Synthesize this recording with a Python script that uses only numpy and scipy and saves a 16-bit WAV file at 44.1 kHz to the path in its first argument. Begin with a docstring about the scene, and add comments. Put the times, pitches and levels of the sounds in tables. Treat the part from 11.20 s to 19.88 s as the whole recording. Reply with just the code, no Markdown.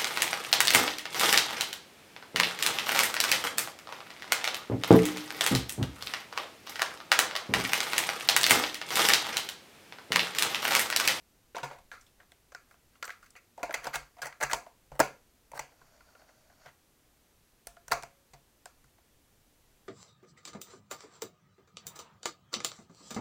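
"""A desk in a quiet room, heard close: a portable tape deck stands on it and a cassette box opens off to the side.
The cassette rattles in the hands, slides and knocks into the well, the lid shuts, keys clack, the tape winds a second.
Knocks are chattering noise bursts through resonances of hollow case, thin shells and small parts, with room tails.
Slides and whirring spools are uneven noise through resonances; desk booms, springs and pings are decaying tones.
Beneath lie steady hiss, lumpy low rumble and two faint electronic tones."""
import sys
import numpy as np
from scipy import signal
from scipy.fft import rfft, irfft, next_fast_len
from scipy.io import wavfile
from scipy.ndimage import map_coordinates

SR = 44100
rng = np.random.default_rng(int(sys.argv[2]) if len(sys.argv) > 2 else 0)


def pcm_store(signal):
    """Save signal as 16-bit PCM."""
    levels = np.round(np.clip(np.atleast_2d(signal), -1, 1) * 32767)
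    wavfile.write(sys.argv[1], SR, levels.astype(np.int16).T)


N = 382788

# background hiss and distant low unrest, colour only: (frequency [Hz], relative density [dB])
HISS_COLOUR = [(12, -28.5), (20, -0.5), (53, 1), (182, -8), (234, -6), (310, -7.5), (825, -13.5),
               (949, -15), (5380, -20), (6180, -19.5), (10800, -21.5), (12100, -20.5), (16000, -25.5)]
RUMBLE_COLOUR = [(20, 0), (60, -5.5), (120, -11), (300, -22.5), (500, -53.5)]
HISS_DB, HISS_TOP_HZ = -67.5, 15800
# faint electronic tones: (frequency [Hz], mean peak level [dB])
TONES = [(6010, -89.5), (12023, -86)]

# how fast the room dies away: (frequency [Hz], t60 [s])
ROOM_DECAY = [(150, 0.33), (600, 0.29), (2000, 0.26), (6000, 0.26), (15000, 0.22)]
# soft furnishings colour the room tail and swallow treble: (frequency [Hz], level [dB])
FURNISHINGS = [(300, -2.5), (2000, 2), (6000, -1), (10000, -1.5), (15000, -4)]
ECHOES = 16  # different room tails, taken in turn

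# resonances of the hollow case, thin shells, small parts with edges, and running spools:
# (frequency [Hz], width [Hz], relative level [dB])
CASE_MODES = [(309, 66, -10.5), (366, 100, -11.5), (549, 150, -0.5), (649.5, 83, 0), (709, 62, 1),
              (844, 120, -2.5), (924, 99, -1.5)]
SHELL_MODES = [(1127, 130, -6.5), (1410, 82, 1.5), (1509, 260, 0), (1627, 150, 0.5), (1818, 160, -5.5),
               (2004, 380, -4.5), (2697, 490, -6.5), (2940, 1600, -9.5)]
SNAP_MODES = [(3573, 810, -1), (4423, 390, -2), (5225, 480, -0.5), (5900, 700, 0), (7740, 1700, 0),
              (9450, 3000, -4.5), (12900, 920, -5), (15200, 2000, -8.5)]
SPOOL_MODES = [(611.6, 63, 0.5), (899, 410, -9), (1450, 220, -6), (2100, 690, -16), (4520, 250, -10.5),
               (5640, 820, -15.5), (6950, 610, -16.5)]
# mode levels scatter from blow to blow; the room hears the modes this many times wider
SCATTER_DB, ROOM_BLUR = 3.5, 1.8

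# spools running: (time [s], level [dB])
WINDING_LEVEL = [(4.42, -59), (4.5, -72.5), (4.737, -67.5), (4.928, -69), (5.38, -70), (5.46, -64)]

# a tiny loose metal part in the cassette: (frequency [Hz], t60 [s])
METAL_PART = (12070, .16)
# when it rings: (time [s], level [dB])
METAL_RINGS = [(1.8507, -47), (2.5258, -54), (2.69, -58), (3.22, -53), (3.3424, -56.5)]
# a thin ring, as of a steel spring: (frequency [Hz], relative level [dB], t60 [s])
SPRING_TONES = [(555, -26.5, 1.4), (690, 7.5, 0.18)]
# keys that set the spring off: (time [s], level [dB])
SPRING_PLUCKS = [(6.47, -57), (6.567, -61.5), (6.72, -36.5), (6.83, -53), (7.135, -61)]

# plastic sliding on plastic:
# (start [s], end [s], shell level [dB], case re shell [dB], snap re shell [dB])
SLIDE_MOVES = [(.348, .43, -45.5, -9, -22), (.435, .6, -59, 2, -16), (.72, .8, -68, -9, -27),
               (.98, 1.05, -69, 0, -14), (1.47, 1.56, -70, -4, 0), (1.72, 1.79, -70, -11, -9),
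               (1.83, 1.93, -59, -10, -9), (1.998, 2.1, -65, -20, -4), (2.378, 2.43, -63.5, 11, -8),
               (2.493, 2.54, -49.5, 7.5, -20), (2.55, 2.62, -53, -1, -11), (2.621, 2.7, -45.5, -6, -7.5),
               (2.732, 2.775, -32.5, -20, -8.5), (2.97, 3.01, -62.5, -1, -13.5),
               (3.015, 3.09, -44.5, -3.5, -7), (3.202, 3.24, -40, -3, -4), (3.289, 3.34, -45, -1.5, -3),
               (3.715, 3.79, -65, 9, -4.5), (4.339, 4.39, -48, 3, -3), (5.447, 5.505, -55.5, -3, -15),
               (6.73, 6.8, -64, -3, -3.5)]

# the desk top, and the desk shuddering on its legs: (frequency [Hz], t60 [s])
DESK_TOP = (138, .25)
DESK_SHUDDER = (46, 0.16)
# blows that reach the desk: (time [s], desk top level [dB], shudder level [dB])
DESK_BLOWS = [(.365, -63, -70), (0.4283, -40, -55), (2.4317, -57, -47), (2.5737, -59, -48),
              (2.6683, -50, -50), (2.7555, -50.5, -41), (2.812, -63, -43), (3.03, -51, -56),
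              (3.2334, -42.5, -41), (3.331, -50, -40), (3.7182, -47, -39), (3.802, -38.5, -39),
              (4.3327, -55, -55), (4.3944, -51.5, -49), (4.614, -62, -70), (5.459, -56.5, -65.5),
              (6.4696, -68, -46), (6.6803, -57, -49), (6.719, -45, -40), (6.8247, -52.5, -50),
              (7.134, -53.5, -53), (7.641, -60.5, -52)]

# contacts of the box, the cassette in the hands, the cassette in the well, the lid, and keys, latches and counter:
# (time [s], shell peak [dB], case re shell [dB], snap re shell [dB],
#  favoured shell pitch [Hz], favoured snap pitch [Hz], chatter t60 [s])
BOX_KNOCKS = [(.3469, -36.5, 3.5, -12, 1320, 3590, 0.027), (.3554, -41, -19, 4, 1010, 3600, 0.036),
              (.3656, -32.5, 7, 0, 1070, 3500, 0.014), (.4303, -33, 5, -1, 1290, 5100, 0.046),
              (.4414, -34.5, 2, -33, 1660, 3240, .025), (.5101, -41.5, 5, -15, 1150, 3370, 0.026),
              (.5846, -57.5, 5, 5, 1020, 4500, 0.036), (.7151, -32.5, -15, -15, 1520, 3550, 0.011),
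              (.727, -40.5, -33, -12, 1580, 3200, 0.0086), (.7358, -38.5, -11, -15, 1620, 4070, 0.01),
              (.8084, -61.5, -17, 12, 1530, 6300, 0.054), (.8647, -65.5, -8, 12.5, 2490, 3490, .026)]
HAND_RATTLES = [(1.0009, -46.5, -13, -21, 1570, 3680, 0.041), (1.1189, -45.5, -10, 1.5, 2020, 3870, 0.0088),
                (1.3196, -45.5, -3, -7, 1420, 4770, 0.035), (1.3477, -33.5, -10.5, -4.5, 1600, 5230, 0.01),
                (1.51, -47, -15, -13, 1350, 7590, 0.017), (1.5405, -54, -6, -12, 1360, 10100, 0.014),
                (1.7539, -53, -17, -18, 1370, 3310, 0.018), (1.8259, -23.5, -15, -11.5, 1460, 5000, 0.023),
                (1.8414, -33, -18, -5, 1360, 6120, 0.03), (1.8507, -38, -30, 2.5, 1450, 9000, 0.036),
                (1.8779, -30.5, -13.5, -10, 1590, 5400, 0.015), (1.8928, -32, -29, -16, 1470, 5780, 0.014),
                (1.9033, -28.5, -20, -23, 2010, 4500, 0.011), (2.027, -47, -22, -7, 1370, 4440, 0.026),
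                (2.0592, -53.5, -25, -3, 2210, 4490, 0.039), (2.1037, -64.5, -11, 17.5, 1600, 7930, 0.024),
                (2.1525, -46.5, -6, -16, 1950, 5260, 0.024), (2.1606, -42, -14, -13, 2240, 3360, 0.094)]
WELL_KNOCKS = [(2.3771, -54.5, 18, 5.5, 1110, 5510, 0.014), (2.3917, -56, 4, 2, 1490, 6410, .02),
               (2.4042, -61, 19, -1, 1320, 5770, 0.02), (2.4301, -26, 3.5, -3, 2450, 5400, .02),
               (2.4413, -42.5, 10, -22, 2400, 3280, 0.015), (2.4932, -38.5, 5.5, -17, 1450, 5780, 0.015),
               (2.5076, -29, -4, -17, 1490, 5770, 0.012), (2.5258, -37.5, -10, -7, 2120, 10000, 0.022),
               (2.5401, -20, -10.5, -6.5, 2120, 6650, 0.042), (2.5737, -43, -20, -14, 1350, 4530, 0.025),
               (2.6202, -46, -1.5, -21, 1530, 3270, .026), (2.642, -42.5, -11, 8, 2170, 5500, 0.021),
               (2.6532, -35, 1.5, -20, 1350, 3290, 0.03), (2.6678, -27.5, 1.5, -2.5, 1170, 3380, 0.032),
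               (2.7304, -38, -24, -18, 1480, 6040, .023), (2.7422, -31.5, -1.5, -6, 1470, 3360, 0.059),
               (2.7555, -26.5, -4, 3, 1400, 5770, 0.017), (2.8102, -52, -2, -9, 1820, 6340, .028),
               (2.967, -56, 4, -3, 1620, 5400, 0.031), (2.985, -57, 14, -5.5, 1670, 4660, 0.064),
               (3.017, -28, -9, -2, 1630, 3380, 0.059), (3.0294, -30, -9.5, -11, 1630, 4640, 0.065),
               (3.0658, -36, -1.5, -0.5, 1630, 7050, 0.058), (3.125, -38, -29, -18, 1630, 3260, .015),
               (3.2018, -41.5, 0, -3, 1500, 7390, .026), (3.2113, -24, -7, -15, 2050, 5990, 0.017),
               (3.2191, -31, -0.5, -14, 1500, 6900, 0.012), (3.2262, -23.5, -4.5, -3, 1640, 7000, 0.024),
               (3.2321, -17, -9.5, -7, 1640, 6620, 0.032), (3.2476, -31.5, -18.5, -12, 1640, 3420, .021),
               (3.2968, -29.5, -14, -15, 1540, 4224, 0.02), (3.3123, -22.5, -24, -8.5, 1630, 4700, .022),
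               (3.3204, -33, 3, 5.5, 1560, 4435, .016), (3.3315, -16.5, -2.5, 0, 990, 7460, 0.019),
               (3.3424, -23.5, -6, -20, 1020, 9000, .025), (3.463, -48.5, 8, -16, 1010, 6000, .02)]
LID_KNOCKS = [(3.7172, -49, 11, -4.5, 1360, 5640, 0.015), (3.7929, -23, 2.3, -2, 1080, 9000, 0.027),
              (3.8001, -12.5, 1.7, -1, 1360, 6150, 0.021), (3.8061, -20, 1.2, -11, 1840, 6220, 0.029)]
KEY_KNOCKS = [(4.3161, -45.5, 4.5, -1, 2230, 7970, 0.019), (4.3331, -52, 17, -19.5, 1030, 3270, 0.012),
              (4.3925, -28.5, -1, 2, 1986, 6300, 0.025), (5.459, -44.5, -0.5, -4, 1640, 4510, 0.028),
              (5.4814, -52, 2, -13, 1580, 3300, .028), (6.4696, -38, -3, 6.5, 1494, 8300, 0.015),
              (6.567, -47, -5, -14, 1490, 3600, 0.013), (6.6803, -38.5, -5, 4, 1530, 8130, .016),
              (6.7065, -45.5, 6, -9.5, 1100, 4000, .015), (6.7131, -26.5, -1, -4, 1460, 5050, 0.029),
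              (6.7176, -15.5, -3, -3, 1010, 6000, 0.032), (6.7305, -27, 0, 1.5, 1010, 6320, 0.0083),
              (6.7524, -35, 2.5, -16.5, 1040, 5970, .026), (6.8245, -43.5, -6, 5.5, 1350, 6680, 0.007),
              (6.8329, -37, -1, 2.5, 1970, 6060, 0.011), (7.1336, -49, 2.5, 3, 1065, 4330, 0.065),
              (7.4561, -40, -1.5, 5, 1400, 5930, 0.014), (7.641, -58, -9.5, 2, 1200, 4290, 0.014),
              (7.7817, -57.5, -1.5, -11, 1080, 8970, 0.022)]
# a loose spool ticks while winding: (time [s], shell peak [dB])
SPOOL_TICKS = [(4.519, -57.5), (4.6141, -51), (4.8055, -51), (4.8842, -60.5), (4.9493, -52), (5.016, -53),
               (5.0896, -53), (5.2977, -56)]
# shared by those ticks: (case re shell [dB], snap re shell [dB],
#  favoured shell pitch [Hz], favoured snap pitch [Hz], chatter t60 [s])
TICK_SOUND = (-2, -14, 1420, 4600, .022)
# shared by each kind of contact: (favoured case pitch [Hz], hard-edge lift [dB], room level [dB])
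BOX_KIND = (1060, -7, -4)
HAND_KIND = (680, -6, -10.5)
WELL_KIND = (910, -1, -9.5)
LID_KIND = (420, 1.6, -11)
KEY_KIND = (840, 0, -10)
TICK_KIND = (640, -4, -7)
# snap over chatter length; brighter snaps have harder edges
SNAP_SHORTER, LIFT_DB_PER_OCTAVE, MID_SNAP_HZ = 0.75, 3, 6000


def amp(db):
    """dB to gain."""
    return 10 ** (np.asarray(db) / 20)


def unit(x):
    """Scaled to rms 1."""
    return x / np.sqrt(np.mean(x ** 2) + 1e-20)


def along(points, hz):
    """Reads a curve of (Hz, value) points on a log frequency axis."""
    f, value = np.transpose(points)
    return np.interp(np.log(hz + 1), np.log(f + 1), value)


def wobble(rate):
    """A smooth random curve, rate knots a second."""
    knots = rng.standard_normal(int(N * rate / SR) + 4)
    return map_coordinates(knots, [np.arange(N) * rate / SR])


def filtered(x, response):
    """Multiplies the spectrum of x by a response of frequency."""
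    m = next_fast_len(len(x) + 2048)
    return irfft(rfft(x, m) * response(np.fft.rfftfreq(m, 1 / SR)), m)[:len(x)]


def fading(hz, t60, attack, n):
    """A decaying tone with a soft start."""
    t = np.arange(n) / SR
    return amp(-60 * t / t60) * np.sin(2 * np.pi * hz * t) * (1 - np.exp(-t / attack))


def body(modes, extra_db=0):
    """The causal response of damped resonances, alternating in polarity."""
    extra_db = np.broadcast_to(extra_db, len(modes))

    def response(f):
        total = 0
        for k, (centre, width, db) in enumerate(modes):
            damping = 1j * f * abs(width)
            total = total + (-1) ** k * amp(db + extra_db[k]) * damping / (centre * centre - f * f + damping)
        return total

    return response


def struck(modes, blow, favoured_hz, reach, depth_db, top_db=0):
    """A blow through the modes, peak 1, and the equally strong impulse that feeds the room.
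    The spot struck favours modes near one pitch; top_db sets the edge of the highest ones."""
    modes = np.array(modes)
    octaves_off = np.log2(modes[:, 0] / favoured_hz)
    spot_db = -depth_db * np.minimum((octaves_off / reach) ** 2, 1)
    spot_db = spot_db + top_db * (modes[:, 0] > 8500)
    ring = filtered(blow, body(modes, spot_db + rng.normal(0, SCATTER_DB, len(modes))))
    # the room gets wider modes without scatter, as a mean over all directions
    even = filtered(signal.unit_impulse(len(blow)), body(modes * [1, ROOM_BLUR, 1], spot_db))
    ring = ring / np.abs(ring).max()
    return np.array([ring, even * np.linalg.norm(ring) / np.linalg.norm(even)])


def room_tails():
    """A set of diffuse noise tails; each frequency dies at its own speed."""
    noise = rng.standard_normal((ECHOES, SR // 3))
    hz, t, z = signal.stft(noise, SR, nperseg=256)
    fall_db = along(FURNISHINGS, hz)[:, None] - 60 * t / along(ROOM_DECAY, hz)[:, None]
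    tails = signal.istft(z * amp(fall_db), SR, nperseg=256)[1]
    return tails / np.linalg.norm(tails, axis=1, keepdims=True)


def room(x, tail):
    """The walls answer a moment later."""
    return signal.fftconvolve(np.pad(x, (180, 0)), tail)  # 180 samples: 4 ms


def hush():
    """Steady hiss, a lumpy low rumble and two faint tones."""
    hiss = unit(filtered(rng.standard_normal(N), lambda hz: amp(along(HISS_COLOUR, hz)) * (hz < HISS_TOP_HZ)))
    rumble = unit(filtered(rng.standard_normal(N), lambda hz: amp(along(RUMBLE_COLOUR, hz))))
    t = np.arange(N) / SR
    tones = sum(amp(db + 1.5 * wobble(22)) * np.sin(2 * np.pi * hz * t) for hz, db in TONES)
    rumble_db = -76.5 + 6.7 * wobble(7.1)
    return amp(HISS_DB) * hiss + amp(rumble_db) * rumble + tones


def winding():
    """The spools whirr unevenly in the well: noise in short random steps drives their resonances."""
    s, db = np.transpose(WINDING_LEVEL)
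    level_db = np.interp(np.arange(N) / SR, s, db, left=-150, right=-150)
    rattle = np.repeat(rng.exponential(size=N // 200 + 1), 200)[:N]
    whirr = unit(filtered(rng.standard_normal(N) * amp(1.3 * rattle), body(SPOOL_MODES)))
    return amp(level_db + 1.85 * wobble(31)) * whirr


def pings():
    """A loose metal part rings high and thin, a decaying tone blurred by quick flutter."""
    out = np.zeros(N + SR)
    for s, db in METAL_RINGS:
        out[round(s * SR):][:SR // 4] += amp(db) * fading(*METAL_PART, 0.0015, SR // 4)
    return out[:N] * unit(wobble(350))


def springs():
    """Narrow decaying tones outlast the plastic when a key moves."""
    out = np.zeros(N + SR)
    ring = sum(amp(db) * fading(hz, t60, .003, SR // 2) for hz, db, t60 in SPRING_TONES)
    ring = ring * np.hanning(SR)[SR // 2:] ** 0.22  # taper to silence
    for s, db in SPRING_PLUCKS:
        out[round(s * SR):][:SR // 2] += amp(db) * ring
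    return out[:N]


def slides():
    """Rubbing is a dense spray of tiny slips into the resonances that knocks ring."""
    out, tails = np.zeros(N + SR), room_tails()
    for k, (start, end, db, case_db, snap_db) in enumerate(SLIDE_MOVES):
        n = round((end - start) * SR)
        clumps = np.repeat(rng.exponential(size=n // 90 + 1), 90)[:n]  # 2 ms steps
        slips = rng.standard_normal(n) * amp(1.1 * rng.exponential(size=n) + 3.5 * clumps)
        parts = [(SHELL_MODES, 0), (CASE_MODES, case_db), (SNAP_MODES, snap_db)]
        rub = sum(amp(part_db) * unit(filtered(slips, body(modes))) for modes, part_db in parts)
        rub = rub * np.hanning(n) ** 0.62
        sound = amp(-10.5) * room(rub, tails[k % ECHOES])
        sound[:n] += rub
        out[round(start * SR):][:len(sound)] += amp(db) * sound
    return out[:N]


def desk():
    """The desk top booms and the whole desk shudders, each a low decaying tone."""
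    out = np.zeros(N + SR)
    boom = fading(*DESK_TOP, .005, SR // 3)
    shudder = fading(*DESK_SHUDDER, 0.013, SR // 3)
    for s, boom_db, shudder_db in DESK_BLOWS:
        out[round(s * SR):][:SR // 3] += amp(boom_db) * boom + amp(shudder_db) * shudder
    return out[:N]


def contacts():
    """All knocks, each joined to what its kind shares."""
    ticks = [tuple(row) + tuple(TICK_SOUND) for row in SPOOL_TICKS]
    kinds = [(BOX_KNOCKS, BOX_KIND), (HAND_RATTLES, HAND_KIND), (WELL_KNOCKS, WELL_KIND),
             (LID_KNOCKS, LID_KIND), (KEY_KNOCKS, KEY_KIND), (ticks, TICK_KIND)]
    return [tuple(row) + tuple(kind) for rows, kind in kinds for row in rows]


def knocks():
    """Every knock is a short chatter of contacts that rings case, shell and edges."""
    out, t, tails = np.zeros(N + SR), np.arange(SR // 10) / SR, room_tails()
    for k, contact in enumerate(contacts()):
        s, db, case_db, snap_db, shell_hz, snap_hz, t60, case_hz, lift_db, room_db = contact
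        chatter = rng.standard_normal(len(t)) * (1 - np.exp(-t / 0.0022))
        # the main contact is a short rounded push
        push = 0.99 * np.exp(-((t - .0013) / .00008) ** 2)
        blow = chatter * amp(-60 * t / max(t60, .004)) + push
        # small parts stop sooner than the large walls
        snap_blow = chatter * amp(-60 * t / max(SNAP_SHORTER * t60, .003))
        edge_db = lift_db + LIFT_DB_PER_OCTAVE * np.log2(snap_hz / MID_SNAP_HZ)

        shell = struck(SHELL_MODES, blow, shell_hz, reach=0.44, depth_db=7.5)
        case = struck(CASE_MODES, blow, case_hz, reach=0.72, depth_db=6.5)
        snap = struck(SNAP_MODES, snap_blow, snap_hz, reach=0.99, depth_db=6.5, top_db=edge_db)
        direct, into_room = shell - amp(case_db) * case + amp(snap_db) * snap

        sound = amp(room_db) * room(into_room, tails[k % ECHOES])
        sound[:len(t)] += direct
        out[round(s * SR):][:len(sound)] += amp(db) * sound
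    return out[:N]


def scene():
    """Everything reaches one microphone."""
    background = hush() + winding()
    details = pings() + springs() + slides()
    return (background + details + desk() + knocks())[None]


def record(dry):
    """The top fades out over 500 Hz around a band limit of 16.5 kHz."""
    return filtered(dry[0], lambda hz: np.clip((16500 - hz) / 500 + .5, 0, 1))[None]


dry = scene()
out = record(dry)
pcm_store(out)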